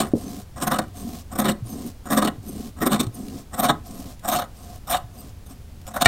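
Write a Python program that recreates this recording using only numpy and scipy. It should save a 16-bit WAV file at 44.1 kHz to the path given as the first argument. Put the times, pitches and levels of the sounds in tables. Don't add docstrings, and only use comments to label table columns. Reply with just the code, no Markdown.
import sys
import numpy as np
from scipy import signal
from scipy.fft import rfft, irfft
from scipy.io import wavfile
from scipy.ndimage import uniform_filter1d, map_coordinates

SR = 44100
rng = np.random.default_rng(int(sys.argv[2]) if len(sys.argv) > 2 else 0)


def generate_wav(sig):
    pcm = np.round(np.clip(np.atleast_2d(sig).T, -1, 1) * 32767).astype(np.int16)
    wavfile.write(sys.argv[1], SR, pcm)


N = 267687
TIME = np.arange(N) / SR

# (start t/s, end t/s, relative fraying level/dB, push on the table re the cut/dB)
STROKES = [(-.2, 0.035, -41, 1.5), (0.571, 0.788, -43.5, 1), (1.324, 1.468, -43, 4),
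           (2.061, 2.246, -42.5, 5), (2.782, 2.987, -43.5, 7), (3.536, 3.693, -43.5, -1),
           (4.246, 4.401, -42.5, -7.5), (4.879, 4.947, -41.5, -13.5), (5.869, 6.035, -46.5, -6)]
# (f/Hz, width/Hz, relative level/dB)
TABLE = [(142.4, 12.5, -8.5), (209, 33, 1), (268.8, 34, -0.5), (389, 112, -12.5)]
# (f/Hz, relative density/dB)
SNAP = [(1200, -34), (2200, 0.5), (4000, -2.5), (7000, -4.5), (9500, -4.5), (10400, -5), (12500, -7),
        (15500, -9)]


def cutting():
    crackle, rasp, push = bundle_levels()
    snaps = grains(per_s=2200, spread_db=3.5)

    direct = from_db(-7.5) * colour(snaps, SNAP)
    bright = even(blades(snaps, flicker_db=4.5) + direct, span_s=0.009)
    board_hz, board_width_hz = 716.4, 48
    board = from_db(board_ring_db()) * resonate(snaps, [(board_hz, board_width_hz, 0)])
    middle = even(mat(snaps, flicker_db=2.5) + board, span_s=0.0056)
    low = even(resonate(snaps, TABLE), span_s=0.011)

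    bright = from_db(1.1) * bright * linger(crackle, hold_s=0.00046)
    middle = from_db(-0.77) * middle * linger(rasp, hold_s=.0018)
    low = from_db(0.5) * low * linger(push, hold_s=0.0033)
    return (with_tail(bright, wet_db=-19, t60=0.18)
            + with_tail(middle, wet_db=-9, t60=0.19)
            + with_tail(low, wet_db=-5.5, t60=0.27))


def bundle_levels():
    # (middle t/s, half-length/s, relative level/dB, brightness as crackle over rasp/dB)
    crunches = [(.005, 0.0072, -22, 2), (.018, .006, -28, 0), (0.628, .01, -26.5, 3),
                (0.676, 0.0058, -23, -2), (.72, 0.0073, -23, -5), (0.742, 0.0067, -27, -3),
                (.763, 0.0063, -31, -5), (0.791, 0.0041, -22, -4.5), (1.328, .006, -42, 3),
                (1.359, 0.0043, -33, -0.5), (1.395, 0.0081, -22.5, 2.5), (1.42, .005, -28.5, -4),
                (1.457, 0.011, -25.5, -1.5), (1.492, .008, -23, 1), (1.515, .006, -35, 8),
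                (2.108, .006, -29, 0), (2.129, .012, -24, -0.5), (2.179, .009, -20, -1),
                (2.226, 0.0063, -23.5, -5.5), (2.252, 0.007, -26.5, 1.5), (2.279, .0055, -24.5, 0),
                (2.825, 0.01, -27, -2), (2.868, 0.0067, -21.5, 2), (2.93, 0.015, -24, 1.5),
                (2.963, 0.0037, -31, -2), (3.004, 0.0064, -24, 10.5), (3.034, .0075, -38, 6),
                (3.069, .003, -42, 6), (3.545, 0.0054, -34.5, 3), (3.585, 0.006, -31, -3),
                (3.599, 0.0061, -20.5, 1), (3.644, 0.015, -21.5, -2), (3.697, 0.0077, -17.5, -2),
                (4.254, 0.0057, -30.5, -4), (4.289, 0.0088, -22.5, 1), (4.329, 0.015, -24, -0.5),
                (4.361, 0.014, -25.5, -2), (4.394, .006, -26, -3), (4.42, 0.0064, -32, -4.5),
                (4.878, .005, -41, 5), (4.908, .009, -24.5, 3), (4.928, .01, -24, 2),
                (4.948, .008, -22.5, -6), (4.97, .005, -36, 12), (5.468, .006, -52, 10),
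                (5.51, .017, -50, 6), (5.881, 0.008, -39, 2), (5.946, 0.0054, -35, -2),
                (5.967, .006, -26.5, -6.5), (6.02, 0.0064, -16.5, 1), (6.052, 0.0034, -22.5, 9)]
    attack_s, release_s = .01, .045
    fray_per_s, fray_spread_db, fray_hold_s = 150, 2.5, .004
    fray_bright_db = -3
    crackle_db, rasp_db = -3, 3
    lopsided = .12

    fray = 0
    for start, end, fray_db, _ in STROKES:
        before, after = np.maximum(start - TIME, 0), np.maximum(TIME - end, 0)
        closing = np.exp(-before / attack_s - after / release_s)
        fray = fray + shares(fray_db, fray_bright_db) * closing
    small_snaps = rms_one(linger(grains(fray_per_s, fray_spread_db), fray_hold_s))
    power = (fray * small_snaps) ** 2

    for s, half_length, db, bright_db in crunches:
        near = slice(*np.searchsorted(TIME, [s - 4 * half_length, s + 4 * half_length]))
        age = (TIME[near] - s) / half_length
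        swell = np.exp(-(age * (1 - lopsided * np.sign(age))) ** 2)
        power[:, near] += shares(db, bright_db) ** 2 * swell

    crackle, rasp, push = np.sqrt(power)
    push_db = np.interp(TIME, stroke_times(), np.repeat([row[-1] for row in STROKES], 2))
    return from_db(crackle_db) * crackle, from_db(rasp_db) * rasp, from_db(push_db) * push


def shares(db, bright_db):
    return from_db([[db + bright_db / 2], [db - bright_db / 2], [db]])


def stroke_times():
    return np.ravel([row[:2] for row in STROKES])


def blades(snaps, flicker_db):
    # (f/Hz, width/Hz, relative level near the pivot/dB, midway/dB, near the tip/dB)
    edge_modes = [(2336, 170, -19, -17, -8), (2930, 137, -1.5, -3.5, 5), (3700, 330, -2, -2, 3.5),
                  (4370, 170, -10, -5.5, 2), (5485, 470, -2.5, -12, -10), (6350, 140, -3, 4.5, -3.5),
                  (6970, 124, 6, -8.5, -2), (7750, 270, 6, -3.5, 1), (8540, 190, 8.5, 5.5, 4),
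                  (8990, 130, 3.5, 5, -2), (9580, 270, -11, -7, -6), (10750, 150, -6, 2.5, -15),
                  (11430, 310, -4.5, -2, -16), (13140, 160, -12, 10, -3), (13400, 230, -8, -1, -6),
                  (13920, 280, 5, 9, -5)]
    travel = np.interp(TIME, stroke_times(), np.tile([0, 1], len(STROKES)))
    out = 0
    for k, (hz, width, *along_db) in enumerate(edge_modes):
        db = np.interp(travel, np.array([1, 3, 5]) / 6, along_db)
        gain = (-1) ** k * from_db(db + flicker_db * drift(50)) * np.sqrt(width)
        out = out + gain * resonate(snaps, [(hz, width, 0)])
    return rms_one(out)


def mat(snaps, flicker_db):
    # (f/Hz, width/Hz, relative level/dB)
    mat_modes = [(550.7, 48, 4.5), (771, 70, 1), (1045, 56, 3), (1177, 51, 2), (1286, 44, 2),
                 (1454, 66, -2), (1643, 85, -7), (1900, 165, -8.5)]
    out = 0
    for k, (hz, width, db) in enumerate(mat_modes):
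        gain = (-1) ** k * from_db(db + flicker_db * drift(35)) * np.sqrt(width)
        out = out + gain * resonate(snaps, [(hz, width, 0)])
    low_hz = 490
    return rms_one(signal.sosfilt(signal.butter(4, low_hz, "high", fs=SR, output="sos"), out))


def board_ring_db():
    # (t/s, level re the mat/dB)
    board_ring = [(0, -6.5), (2.9, -9.5), (3.6, 0.5), (4.3, 0.5), (4.95, 2.5), (6.0, -0.5)]
    return np.interp(TIME, *np.transpose(board_ring))


def sliding():
    # (start t/s, end t/s, relative blade hiss/dB, relative table drag/dB)
    slides = [(0.147, 0.447, -43.5, -35), (0.927, 1.236, -43.5, -37), (1.634, 1.934, -44.5, -33),
              (2.418, 2.719, -45, -33), (3.118, 3.446, -47.5, -35.5), (3.83, 4.157, -46, -38.5),
              (4.535, 4.806, -49, -48), (5.106, 5.331, -51, -47.5)]
    # (middle t/s, half-length/s, relative level/dB)
    catches = [(.086, 0.0053, -51), (1.005, 0.024, -48), (1.71, 0.027, -44.5), (1.87, 0.0087, -43.5),
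               (2.488, 0.01, -40.5), (3.152, 0.0084, -42.5), (5.202, .014, -45.5)]
    # (f/Hz, relative density/dB)
    hiss_spectrum = [(500, -20), (1000, -12), (1600, 0), (2300, -2), (4000, 3), (6000, 2.5), (9000, 1.5),
                     (10500, -2.5), (13500, -0.5), (15500, -4)]
    hiss_ramp_s, drag_ramp_s = 0.042, 0.091
    hiss_waver_db, drag_waver_db, wavers_per_s = 1, 2.5, 31
    grit_db, grits_per_s = 1.5, 350
    board_follows = 0.32

    hiss, drag, opening = np.zeros((3, N))
    for start, end, hiss_db, drag_db in slides:
        hiss += from_db(hiss_db) * glide(start, end, hiss_ramp_s)
        drag += from_db(drag_db) * glide(start, end, drag_ramp_s)
        opening += ((TIME > start) & (TIME < end)) * (TIME - start) / (end - start)
    hiss *= from_db(hiss_waver_db * drift(wavers_per_s) + grit_db * drift(grits_per_s))
    drag *= from_db(drag_waver_db * drift(wavers_per_s))

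    slips = grains(per_s=14000, spread_db=5.5)
    sung = np.clip(np.interp(opening, [.35, .65], [.45, .05]), 0, 1)

    edge = resonate(grains(per_s=4000, spread_db=7.0), [(5340, 1100, 0), (7650, 1200, -1)])
    edge = from_db(-10 + 5.9 * drift(20)) * edge
    steel = from_db(-2.5) * hiss * np.sqrt(1 - sung) * (colour(slips, hiss_spectrum) + edge)

    brief = sum(from_db(db) * np.exp(-.5 * ((TIME - s) / half_length) ** 2)
                for s, half_length, db in catches)
    song_level = np.hypot(from_db(-3.5) * hiss * np.sqrt(sung), brief)
    song = song_level * singing(slips, opening, swell_db=6, wander=0.0098, sag=.022)

    board = resonate(slips, [(537, 84, -6), (719, 42, 6), (1055, 69, -4), (1254, 83, -8.5)])
    board = from_db(-2.0 + board_follows * board_ring_db()) * hiss * board
    table = even(resonate(grains(per_s=900, spread_db=3.5), TABLE), span_s=0.036)
    return steel + song + board + from_db(-1.0) * drag * table


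def glide(start, end, ramp_s):
    return np.clip(np.minimum(TIME - start, end - TIME) / ramp_s, 0, 1)


def singing(slips, opening, swell_db, wander, sag):
    # (f/Hz, width/Hz, relative level/dB)
    free_modes = [(2920, 50, -9), (4950, 90, -9), (6290, 87, -3), (8400, 70, 5), (9200, 130, 2.5),
                  (9800, 80, -5), (11750, 90, -0.5), (12850, 110, -6), (13330, 100, 0), (14030, 100, -2)]
    modes = sum(from_db(db + swell_db * drift(26)) * resonate(slips, [(hz, width, 0)])
                for hz, width, db in free_modes)
    bend = wander * drift(22) + sag * np.cos(2 * np.pi * opening)
    position = np.arange(N) + np.cumsum(bend)
    return even(map_coordinates(modes, [position], order=3, mode="mirror"), span_s=0.033)


def bumps():
    # (t/s, relative level/dB, f/Hz, t60/s)
    knocks = [(0.1351, 0.5, 277, 0.029), (0.138, -24, 100, .15), (0.137, -16, 520, 0.055),
              (0.1502, -13.5, 199, 0.055), (0.153, -16, 422, 0.033), (0.164, -18, 228, .07),
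              (0.173, -21.5, 464, 0.032), (1.047, -25.5, 232.4, 0.27), (1.621, -20, 115, 0.19),
              (1.85, -22.5, 237, 0.12), (2.381, -24, 104, 0.14), (3.067, -16, 112, 0.13),
              (5.039, -27.5, 108, 0.13), (5.505, -35, 270, .12)]
    blows = sum(from_db(db) * ring(s, hz, t60, rise_s=0.31 / hz) for s, db, hz, t60 in knocks)
    soft_hz = 950
    soft = signal.sosfilt(signal.butter(3, soft_hz, fs=SR, output="sos"), blows)
    return with_tail(soft, wet_db=-13.0, t60=0.21)


def slam():
    # (t/s, level/dB)
    s, level_db = (6.0578, -2)
    # (f/Hz, relative level/dB, t60/s)
    stop_modes = [(97, -7.5, 0.35), (250, -13, .08), (420, -10, .06), (707, 0.5, 0.053), (1130, -6, 0.044),
                  (1390, -5.5, 0.088), (1850, 3, 0.051), (2303, 1.5, 0.048), (2940, -2.5, 0.029),
                  (3710, -5, 0.045), (4280, -3.5, 0.033), (5710, -13.5, 0.032), (8300, -4.5, 0.027),
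                  (13000, -18, .02)]
    rings = sum((-1) ** k * from_db(db) * ring(s, hz, t60) for k, (hz, db, t60) in enumerate(stop_modes))
    return from_db(level_db) * rings


def ticks():
    # (t/s, relative level/dB)
    clicks = [(0.678, -14), (0.716, -19), (0.788, -16), (0.882, -39), (2.221, -17), (2.275, -20),
              (2.869, -22), (3.284, -28.5), (4.194, -33.5), (4.331, -16), (5.815, -36.5), (5.868, -26)]
    starts, decay_s = np.zeros(N), .003
    for s, db in clicks:
        starts[round(s * SR)] = from_db(db)
    level = signal.lfilter([1], [1, -np.exp(-1 / (decay_s * SR))], starts + 1e-18)
    return from_db(-10.0) * level * colour(rng.standard_normal(N), SNAP)


def shed():
    # (f/Hz, relative density/dB)
    rumble_spectrum = [(20, -2), (45, -2), (62, 2), (90, 0.5), (140, -8.5), (230, -14), (350, -21),
                       (700, -26), (1100, -31.5), (2000, -34.5), (5000, -37), (15000, -42)]
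    level_db = -40.5
    return from_db(level_db) * colour(rng.standard_normal(N), rumble_spectrum)


def grains(per_s, spread_db):
    sizes = from_db(spread_db * np.minimum(rng.exponential(1, N), 4))
    return (rng.random(N) < per_s / SR) * sizes * rng.choice([-1, 1], N)


def resonate(x, modes):
    out = 0
    for k, (hz, width, db) in enumerate(modes):
        r = np.exp(-np.pi * width / SR)
        gain = (-1) ** k * from_db(db) * (1 - r)
        peak = [gain, 0, -gain, 1, -2 * r * np.cos(2 * np.pi * hz / SR), r * r]
        band = [max(hz - 2 * width, hz / 2), min(hz + 2 * width, SR / 2 - 1)]
        skirt = signal.butter(1, band, "band", fs=SR, output="sos")
        out = out + signal.sosfilt(np.vstack([peak, skirt]), x)
    return rms_one(out)


def ring(s, hz, t60, rise_s=0):
    out, sounding = np.zeros(N), (TIME > s) & (TIME < s + 2 * t60)
    age = TIME[sounding] - s
    rise = 1 - np.exp(-(age / (rise_s + 1e-9)) ** 2)
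    out[sounding] = np.sin(2 * np.pi * hz * age) * from_db(-60 * age / t60) * rise
    return out


def linger(level, hold_s):
    r = np.exp(-1 / (hold_s * SR))
    return np.sqrt(signal.lfilter([1 - r], [1, -r], level ** 2 + 1e-18))


def even(x, span_s):
    size = max(int(span_s * SR), 2)
    power = uniform_filter1d(uniform_filter1d(x * x, size), size)
    return x / np.sqrt(np.abs(power) + 1e-6)


def colour(x, spectrum):
    hz, db = np.transpose(spectrum)
    bins = np.maximum(np.fft.rfftfreq(N, 1 / SR), 1)
    gain = from_db(np.interp(np.log(bins), np.log(hz), db))
    return rms_one(irfft(rfft(x) * gain, N))


def drift(rate):
    knots = rng.standard_normal(2000)
    return np.interp(TIME, np.arange(len(knots)) / rate, knots)


def with_tail(x, wet_db, t60):
    age = np.arange(SR // 2) / SR
    echo = rng.standard_normal(len(age)) * from_db(-60 * age / t60) * (age > .006)
    return x + from_db(wet_db) * signal.fftconvolve(x, echo / np.linalg.norm(echo))[:N]


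def from_db(db):
    return np.exp(np.asarray(db) * (np.log(10) / 20))


def rms_one(x):
    return x / np.sqrt(np.mean(x ** 2) + 1e-20)


def scene():
    mid = cutting() + sliding() + bumps() + slam() + ticks() + shed()
    tail = with_tail(mid, wet_db=-33, t60=0.033) - mid
    side = signal.lfilter([1, -.87], [1, -.3], tail)
    return np.stack([mid + side, mid - side])


def record(dry):
    cutoff_hz = 15750
    low_pass = signal.ellip(10, .1, 80, cutoff_hz, fs=SR, output="sos")
    return signal.sosfilt(low_pass, np.clip(dry, -1, 1))


dry = scene()
out = record(dry)
generate_wav(out)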